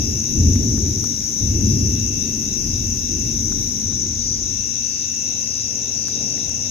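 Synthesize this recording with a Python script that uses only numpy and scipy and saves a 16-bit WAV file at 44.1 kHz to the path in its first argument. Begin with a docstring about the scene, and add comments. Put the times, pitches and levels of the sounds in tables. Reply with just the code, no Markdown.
"""A shrill band of crickets sounds throughout, many stridulating voices merged by scattering foliage.
Nearer insects tick, trill and chirp as gliding tones gated by wing strokes; a lower group swells to two beats.
Far thunder rolls beneath as four bands of noise, each with its own swell and fade.
Small ticks, sums of decaying sines, sound close to the microphone over coloured noise for air and high hiss."""
import sys
import numpy as np
from scipy import signal
from scipy.fft import rfft, irfft, next_fast_len
from scipy.io import wavfile
from scipy.ndimage import map_coordinates

SR = 44100
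rng = np.random.default_rng(int(sys.argv[2]) if len(sys.argv) > 2 else 0)


def transcribe(signal):
    """Save signal, clipped to [-1, 1], as a 16-bit WAV file at the path in sys.argv[1]."""
    frames = np.atleast_2d(signal).T
    limited = np.clip(frames, -1, 1)
    pcm = np.round(limited * 32767).astype(np.int16)
    wavfile.write(sys.argv[1], SR, pcm)


N = 295470
TIME = np.arange(N) / SR


def amp(db):
    """Level law: decibels to amplitude gain."""
    return 10 ** (np.asarray(db) / 20)


def unit(x):
    """Normalisation: scale to rms 1."""
    return x / np.sqrt(np.mean(x ** 2) + 1e-20)


def along(points, hz):
    """Log-frequency interpolation of (f/Hz, value) points."""
    f, v = np.transpose(points)
    return np.interp(np.log(hz + 1), np.log(f + 1), v)


def wobble(rate):
    """Random modulation: a smooth curve through normal random knots, rate knots per second."""
    knots = rng.standard_normal(int(N * rate / SR) + 4)
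    coarse = TIME[::64]
    return np.interp(TIME, coarse, map_coordinates(knots, [coarse * rate]))


def filtered(x, response):
    """Linear filtering: the spectrum of x times a response of frequency."""
    m = next_fast_len(N + SR // 4)
    spectrum = rfft(x, m) * response(np.fft.rfftfreq(m, 1 / SR))
    return irfft(spectrum, m)[..., :N]


def coloured(x, colour):
    """Spectral shaping by (f/Hz, level/dB) points, returned at rms 1."""
    return unit(filtered(x, lambda hz: amp(along(colour, hz))))


def pan(side_db):
    """Interaural level difference: left and right gains, side_db being left minus right."""
    return amp(np.array([[.5], [-.5]]) * side_db)


def sided(x, sides):
    """Interaural level difference that varies with frequency."""
    return filtered(x, lambda hz: pan(along(sides, hz)))


def noise(apart=1):
    """Interaural coherence: stereo noise, from identical ears (0) to unrelated ears (1)."""
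    mid, side = rng.standard_normal((2, N))
    return unit(np.array([mid + apart * side, mid - apart * side]))


def foliage(x, t60, wet_db, lag_s=0.0002628):
    """Scattering: direct sound, later at the right ear, plus a decaying tail different at each ear."""
    t = TIME[:SR // 2]
    tail = rng.standard_normal((2, len(t))) * amp(-60 * t / t60)
    tail *= amp(wet_db) / np.linalg.norm(tail[0])
    # the direct sound: an impulse in each ear
    tail[0, 0] += 1
    tail[1, round(lag_s * SR)] += 1
    heard = signal.fftconvolve(x[None], tail, axes=1)[:, :N]
    return heard / np.sqrt(1 + amp(wet_db) ** 2)


def wings(strokes, share, pitch_hz, fall_hz):
    """Stridulation: each closing stroke drags scraper over file, a tone that swells and sags as the wing slows."""
    closing = np.minimum(strokes % 1 / np.clip(share, .05, 1), 1)  # 0 to 1, then silent until the next
    turns = np.cumsum(pitch_hz - fall_hz * closing ** 2) / SR
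    return unit(np.sqrt(closing * (1 - closing)) * np.sin(2 * np.pi * turns))


# spectrum of the merged crickets: f/Hz, relative level/dB (per Hz)
CROWD_SPECTRUM = [(4300, -56), (4750, -24), (5250, -18.5), (5600, -6), (5850, -3.5), (6030, -3),
                  (6220, -5.5), (6420, -10), (6750, -14.5), (6950, -27), (7120, -35.5), (7600, -31),
                  (8400, -70)]
# balance of the crowd: f/Hz, left minus right level/dB
CROWD_BALANCE = [(5000, 5), (5600, 6.5), (6000, 11.5), (6400, 3.5), (6800, 8), (7300, 6)]


def crowd(count=48, level_db=-25.0, wet_db=4, flutter_db=2):
    """Incoherent superposition: dozens of crickets, each with its own pitch, stroke rate and scattering."""
    field = np.zeros((2, N))
    for pitch_hz in np.linspace(5050, 7350, count):
        strokes = rng.uniform(30, 95) * TIME + rng.random() + .3 * wobble(7)
        flutter = amp(flutter_db * wobble(12))
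        song = flutter * wings(strokes, .55, pitch_hz + 55 * wobble(60), 400)
        field += [unit(ear) for ear in foliage(song, 0.047, wet_db)]
    return amp(level_db) * sided(coloured(field, CROWD_SPECTRUM), CROWD_BALANCE)


# near crickets with slow, even strokes: first stroke t/s, stroke rate/(1/s), closing share of a stroke (0-1),
# pitch f/Hz, fall f/Hz, mean level/dB, left minus right level/dB
TICKING_CRICKETS = [(.049, 14.41, 0.3, 6960, 200, -47.5, 10.5), (.046, 14.93, .42, 6850, 400, -39, -0.5)]


def tickers():
    """Beating of two stroke rates: near crickets, one left and one near the middle, drift in and out of step."""
    out = np.zeros((2, N))
    for start, rate, share, pitch_hz, fall_hz, db, side_db in TICKING_CRICKETS:
        strokes = (TIME - start) * rate + 0.015 * wobble(2)
        song = wings(strokes, share, pitch_hz + 18 * wobble(15), fall_hz)
        out += amp(db + wobble(6)) * pan(side_db) * unit(foliage(song, t60=0.22, wet_db=-5.0))
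    return out


# bouts of trilling: start t/s, end t/s, level/dB before the surge
TRILL_BOUTS = [(-.8, .62, -51.5), (1.36, 3.39, -48.5), (4.4, 6.9, -46.5)]
BOUT_RISE_S, BOUT_FALL_S = .2, .08
SURGE_AFTER_S, SURGE_WIDTH_S, SURGE_DB = 0.78, 0.21, 3.5  # each bout is loudest soon after it starts


def tree_cricket():
    """Amplitude modulation by quick, sagging strokes: a low trill in bouts that surge early, then settle."""
    rate, share, pitch_hz, fall_hz = 66.8, .88, 2768, 235  # rate in strokes per second
    strokes = rate * TIME + 0.11 * wobble(2.6)
    song = wings(strokes, share, pitch_hz + 4 * wobble(3) + 8 * wobble(70), fall_hz)
    effort = np.zeros(N)
    for start, end, db in TRILL_BOUTS:
        since = TIME - start
        gate = np.clip(np.minimum(since / BOUT_RISE_S, (end - TIME) / BOUT_FALL_S), 0, 1)
        surge_db = SURGE_DB * np.exp(-((since - SURGE_AFTER_S) / SURGE_WIDTH_S) ** 2)
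        effort += gate * amp(db + surge_db)
    return effort * amp(.7 * wobble(9)) * pan(5) * unit(foliage(song, t60=.1, wet_db=-8))


# buzzy chirps: start t/s, length t/s, pitch f/Hz, level/dB at the middle
BUZZY_CHIRPS = [(0, .14, 5100, -39), (.72, .3, 5180, -41), (1.61, .29, 5120, -36), (2.56, .28, 5110, -38.5),
                (2.95, .27, 5140, -40), (4.11, .29, 4550, -52), (4.19, .23, 4950, -40.5),
                (4.82, .25, 4810, -44.5), (4.89, .2, 4900, -43), (5.4, .29, 5010, -39.5),
                (5.62, .2, 5080, -40.5), (5.93, .28, 4950, -41), (6.0, .24, 5080, -39.5),
                (6.2, .26, 5110, -38), (6.61, .2, 5170, -38)]


def chirpers():
    """Frequency glide: short buzzes of fast strokes rise a little in pitch as the wings get going."""
    out = np.zeros((2, N))
    for start, length, pitch_hz, db in BUZZY_CHIRPS:
        progress = np.clip((TIME - start) / length, 0, 1)
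        glide_hz = pitch_hz + 50 * (progress - .3) + 12 * wobble(90)
        buzz = wings(rng.uniform(40, 60) * TIME, .85, glide_hz, 80)
        swell = (4 * progress * (1 - progress)) ** .35
        out += amp(db) * swell * unit(foliage(buzz, t60=.1, wet_db=-4))
    return pan(5) * out


# spectrum of the low group: f/Hz, relative level/dB (per Hz)
LOW_SPECTRUM = [(2600, -80.5), (3250, -15), (3550, -4), (3800, 0.5), (3980, 0.5), (4120, -12.5),
                (4700, -78)]
# two parties, each chirping to its own beat: chirp rate/(1/s), level/dB at the in-step moment
PARTY_BEATS = [(3.583, -47.5), (3.84, -51)]
IN_STEP_S = 2.245  # a moment when both beats fall together
BEAT_SHARPNESS, LOW_GROWTH_DB_PER_S = 1.73, 0.57


def low_group(count=14, steady_db=-57):
    """Beating of two rhythms: far, lower crickets chirp nearly four times a second, in and out of step."""
    field = np.zeros((2, N))
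    for pitch_hz in np.linspace(3300, 4200, count):
        strokes = rng.uniform(50, 90) * TIME + .3 * wobble(8)
        song = wings(strokes, .6, pitch_hz + 50 * wobble(90) + 40 * wobble(5), 200)
        # each member's loudness wanders at random
        field += amp(2.1 * wobble(3.99)) * unit(foliage(song, t60=0.083, wet_db=5.5))
    since = TIME - IN_STEP_S
    power = amp(steady_db) ** 2
    for rate, db in PARTY_BEATS:
        power = power + amp(db) ** 2 * np.exp(BEAT_SHARPNESS * (np.cos(2 * np.pi * rate * since) - 1))
    level = amp(LOW_GROWTH_DB_PER_S * since) * np.sqrt(power)
    return level * pan(8.9) * coloured(field, LOW_SPECTRUM)


# peals of far thunder: crest t/s, hold t/s, then shudder, boom, growl and roar level/dB
THUNDER_PEALS = [(-.1, 0.17, -53, -23, -26.5, -48.5), (0.409, 0.086, -28, -14, -21, -52),
                 (.64, 0.22, -39, -22.5, -26, -52.5), (1.444, 0.088, -37, -18.5, -27, -50.5),
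                 (1.64, .08, -30, -21.5, -21.5, -53.5), (1.834, 0.1, -38, -20, -32, -65),
                 (2.2, 0.33, -40, -36.5, -31, -53.5), (2.676, 0.23, -31, -26.5, -32, -56),
                 (3.148, 0.43, -34.5, -30, -29.5, -56.5), (3.87, 0.3, -42, -31, -34.5, -56.5),
                 (4.303, 0.18, -38, -35.5, -38, -59), (5.29, 0.065, -54, -49, -41.5, -50),
                 (5.78, 0.023, -54, -44, -40, -46), (6.2, 0.046, -54, -48, -34, -43),
                 (6.48, .3, -54, -40, -41, -54)]
# how each register swells and dies, by name: attack t/s, fade rate/(dB/s), murmur level/dB between peals
THUNDER_REGISTERS = {"shudder": (0.15, 58, -56), "boom": (0.053, 47, -43), "growl": (0.15, 27, -41.5),
                     "roar": (0.16, 16.5, -57.5)}


def peals(register):
    """Power summation: each peal of one register rises, holds and fades, piling on the others."""
    attack_s, fade_db_per_s, murmur_db = THUNDER_REGISTERS[register]
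    power = amp(murmur_db) ** 2
    for crest, hold, *levels in THUNDER_PEALS:
        db = dict(zip(THUNDER_REGISTERS, levels))[register]
        rise = np.clip(1 + (TIME - crest) / attack_s, 0, 1)
        fading_s = np.maximum(TIME - crest - hold, 0)
        power = power + (rise * amp(db - fade_db_per_s * fading_s)) ** 2
    return np.sqrt(power)


def roll(colour, apart, steadiness):
    """Band-limited noise as a rumble of overlapping far claps, its slow swings evened out by steadiness (0-1)."""
    x = coloured(noise(apart), colour)
    power = signal.fftconvolve(np.mean(x ** 2, axis=0), np.hanning(SR // 8), "same")
    return unit(x / (np.abs(power) + 1e-6) ** (steadiness / 2))


# spectra of the four registers, lowest first: f/Hz, relative level/dB (per Hz)
SHUDDER_SPECTRUM = [(12, -50), (23, -14.5), (32, 21), (45, 12), (55, 27), (75, -47), (200, -120)]
BOOM_SPECTRUM = [(20, -49), (55, -1.5), (68, -1.5), (85, 6), (112, 2), (138, -14), (190, -71), (500, -120)]
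GROWL_SPECTRUM = [(60, -72), (115, 0), (152, -3.5), (185, -4.5), (228, 3), (290, -4), (380, -10.5),
                  (480, -22.5), (700, -46), (1500, -120)]
ROAR_SPECTRUM = [(80, -39.5), (200, -20), (400, 1.5), (620, -0.5), (850, -10), (1200, -26), (4000, -120)]
BOOM_LUMP_DB, LUMPS_PER_S = 1.5, 16  # the boom arrives in uneven lumps


def thunder():
    """Propagation loss: distance leaves a shudder, a deep boom, a growl above it and a thin roar."""
    shudder = peals("shudder") * pan(1.1) * roll(SHUDDER_SPECTRUM, apart=.06, steadiness=1.0)
    lumps = amp(BOOM_LUMP_DB * wobble(LUMPS_PER_S))
    boom = peals("boom") * lumps * pan(0.97) * roll(BOOM_SPECTRUM, apart=0.077, steadiness=1.0)
    growl = peals("growl") * pan(2.74) * roll(GROWL_SPECTRUM, apart=0.26, steadiness=0.46)
    roar = peals("roar") * pan(1.8) * roll(ROAR_SPECTRUM, apart=0.46, steadiness=0.28)
    return shudder + boom + growl + roar


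# small close ticks: t/s, knock f/Hz, knock level/dB, snap level/dB, left minus right level/dB
CLOSE_TICKS = [(0.558, 2230, -35, -28, -14), (0.7796, 1720, -35, -33, -9), (1.042, 1340, -27.5, -21, -8),
               (3.523, 1410, -28, -40, 8), (3.924, 1550, -34.5, -44, 4), (6.0837, 1670, -31.5, -23.5, -12),
               (6.378, 1980, -32.5, -47.5, 6.5), (6.4951, 1710, -41, -25, -7)]
# partials of the bright snap: f/Hz, level/dB relative to the snap level, 60 dB decay time t/s
SNAP_PARTIALS = [(3380, -23, 0.0029), (6000, 4, 0.0023), (8600, -1.5, 0.0027), (10900, -9, .002)]


def ring(age, hz, db, t60):
    """Damped oscillation: a sine that loses 60 dB in t60 seconds."""
    return amp(db - 60 * age / t60) * np.sin(2 * np.pi * hz * age)


def ticks():
    """Modal decay: tiny dry knocks, each with a bright snap of several partials, strong or faint."""
    out = np.zeros((2, N))
    for start, knock_hz, knock_db, snap_db, side_db in CLOSE_TICKS:
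        age = np.clip(TIME - start, 0, .1)  # silent before the start, died away by the end
        knock = ring(age, knock_hz, knock_db, t60=.007)
        snap = sum(ring(age, hz, db + snap_db, t60) for hz, db, t60 in SNAP_PARTIALS)
        out += pan(side_db) * (knock + snap)
    return out


# spectra of night air and high hiss: f/Hz, relative level/dB (per Hz)
AIR_SPECTRUM = [(40, -6), (400, -4.5), (950, -4.5), (1500, -4), (2300, 1.5), (3100, -2), (4300, -1.5),
                (7400, -0.5), (8700, -12), (14500, -7)]
HISS_SPECTRUM = [(3000, -46.5), (7000, -15), (9300, -5.5), (10500, -7), (11700, 3), (12700, -1), (14400, 5)]
# their balances: f/Hz, left minus right level/dB
AIR_BALANCE = [(500, 1), (1300, 1.5), (2400, 2.5), (3400, 6.5), (4300, 6.5), (7400, 1), (8700, -15),
               (14000, -2)]
HISS_BALANCE = [(8500, -13.5), (10200, -18), (11700, 0), (14400, 0)]
# course of the high hiss: t/s, level/dB before random variation and balance
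HISS_LEVEL = [(0, -42), (3.8, -42.5), (3.92, -55), (6.7, -64)]


def background(variation_db=1.1):
    """Stationary and modulated noise: soft night air and an unsteady high hiss, dropping sharply near 3.9 s."""
    air = amp(-43) * sided(coloured(noise(), AIR_SPECTRUM), AIR_BALANCE)
    hiss_db = np.interp(TIME, *np.transpose(HISS_LEVEL)) + variation_db * wobble(20)
    hiss = amp(hiss_db) * sided(coloured(noise(), HISS_SPECTRUM), HISS_BALANCE)
    return air + hiss


def scene():
    """Linear superposition: insects, far thunder, close ticks and the background."""
    insects = crowd() + tickers() + tree_cricket() + chirpers() + low_group()
    return insects + thunder() + ticks() + background()


def record(dry):
    """Band limiting: the recorder keeps nothing from 14650 Hz up."""
    return filtered(dry, lambda hz: hz < 14650)


dry = scene()
out = record(dry)
transcribe(out)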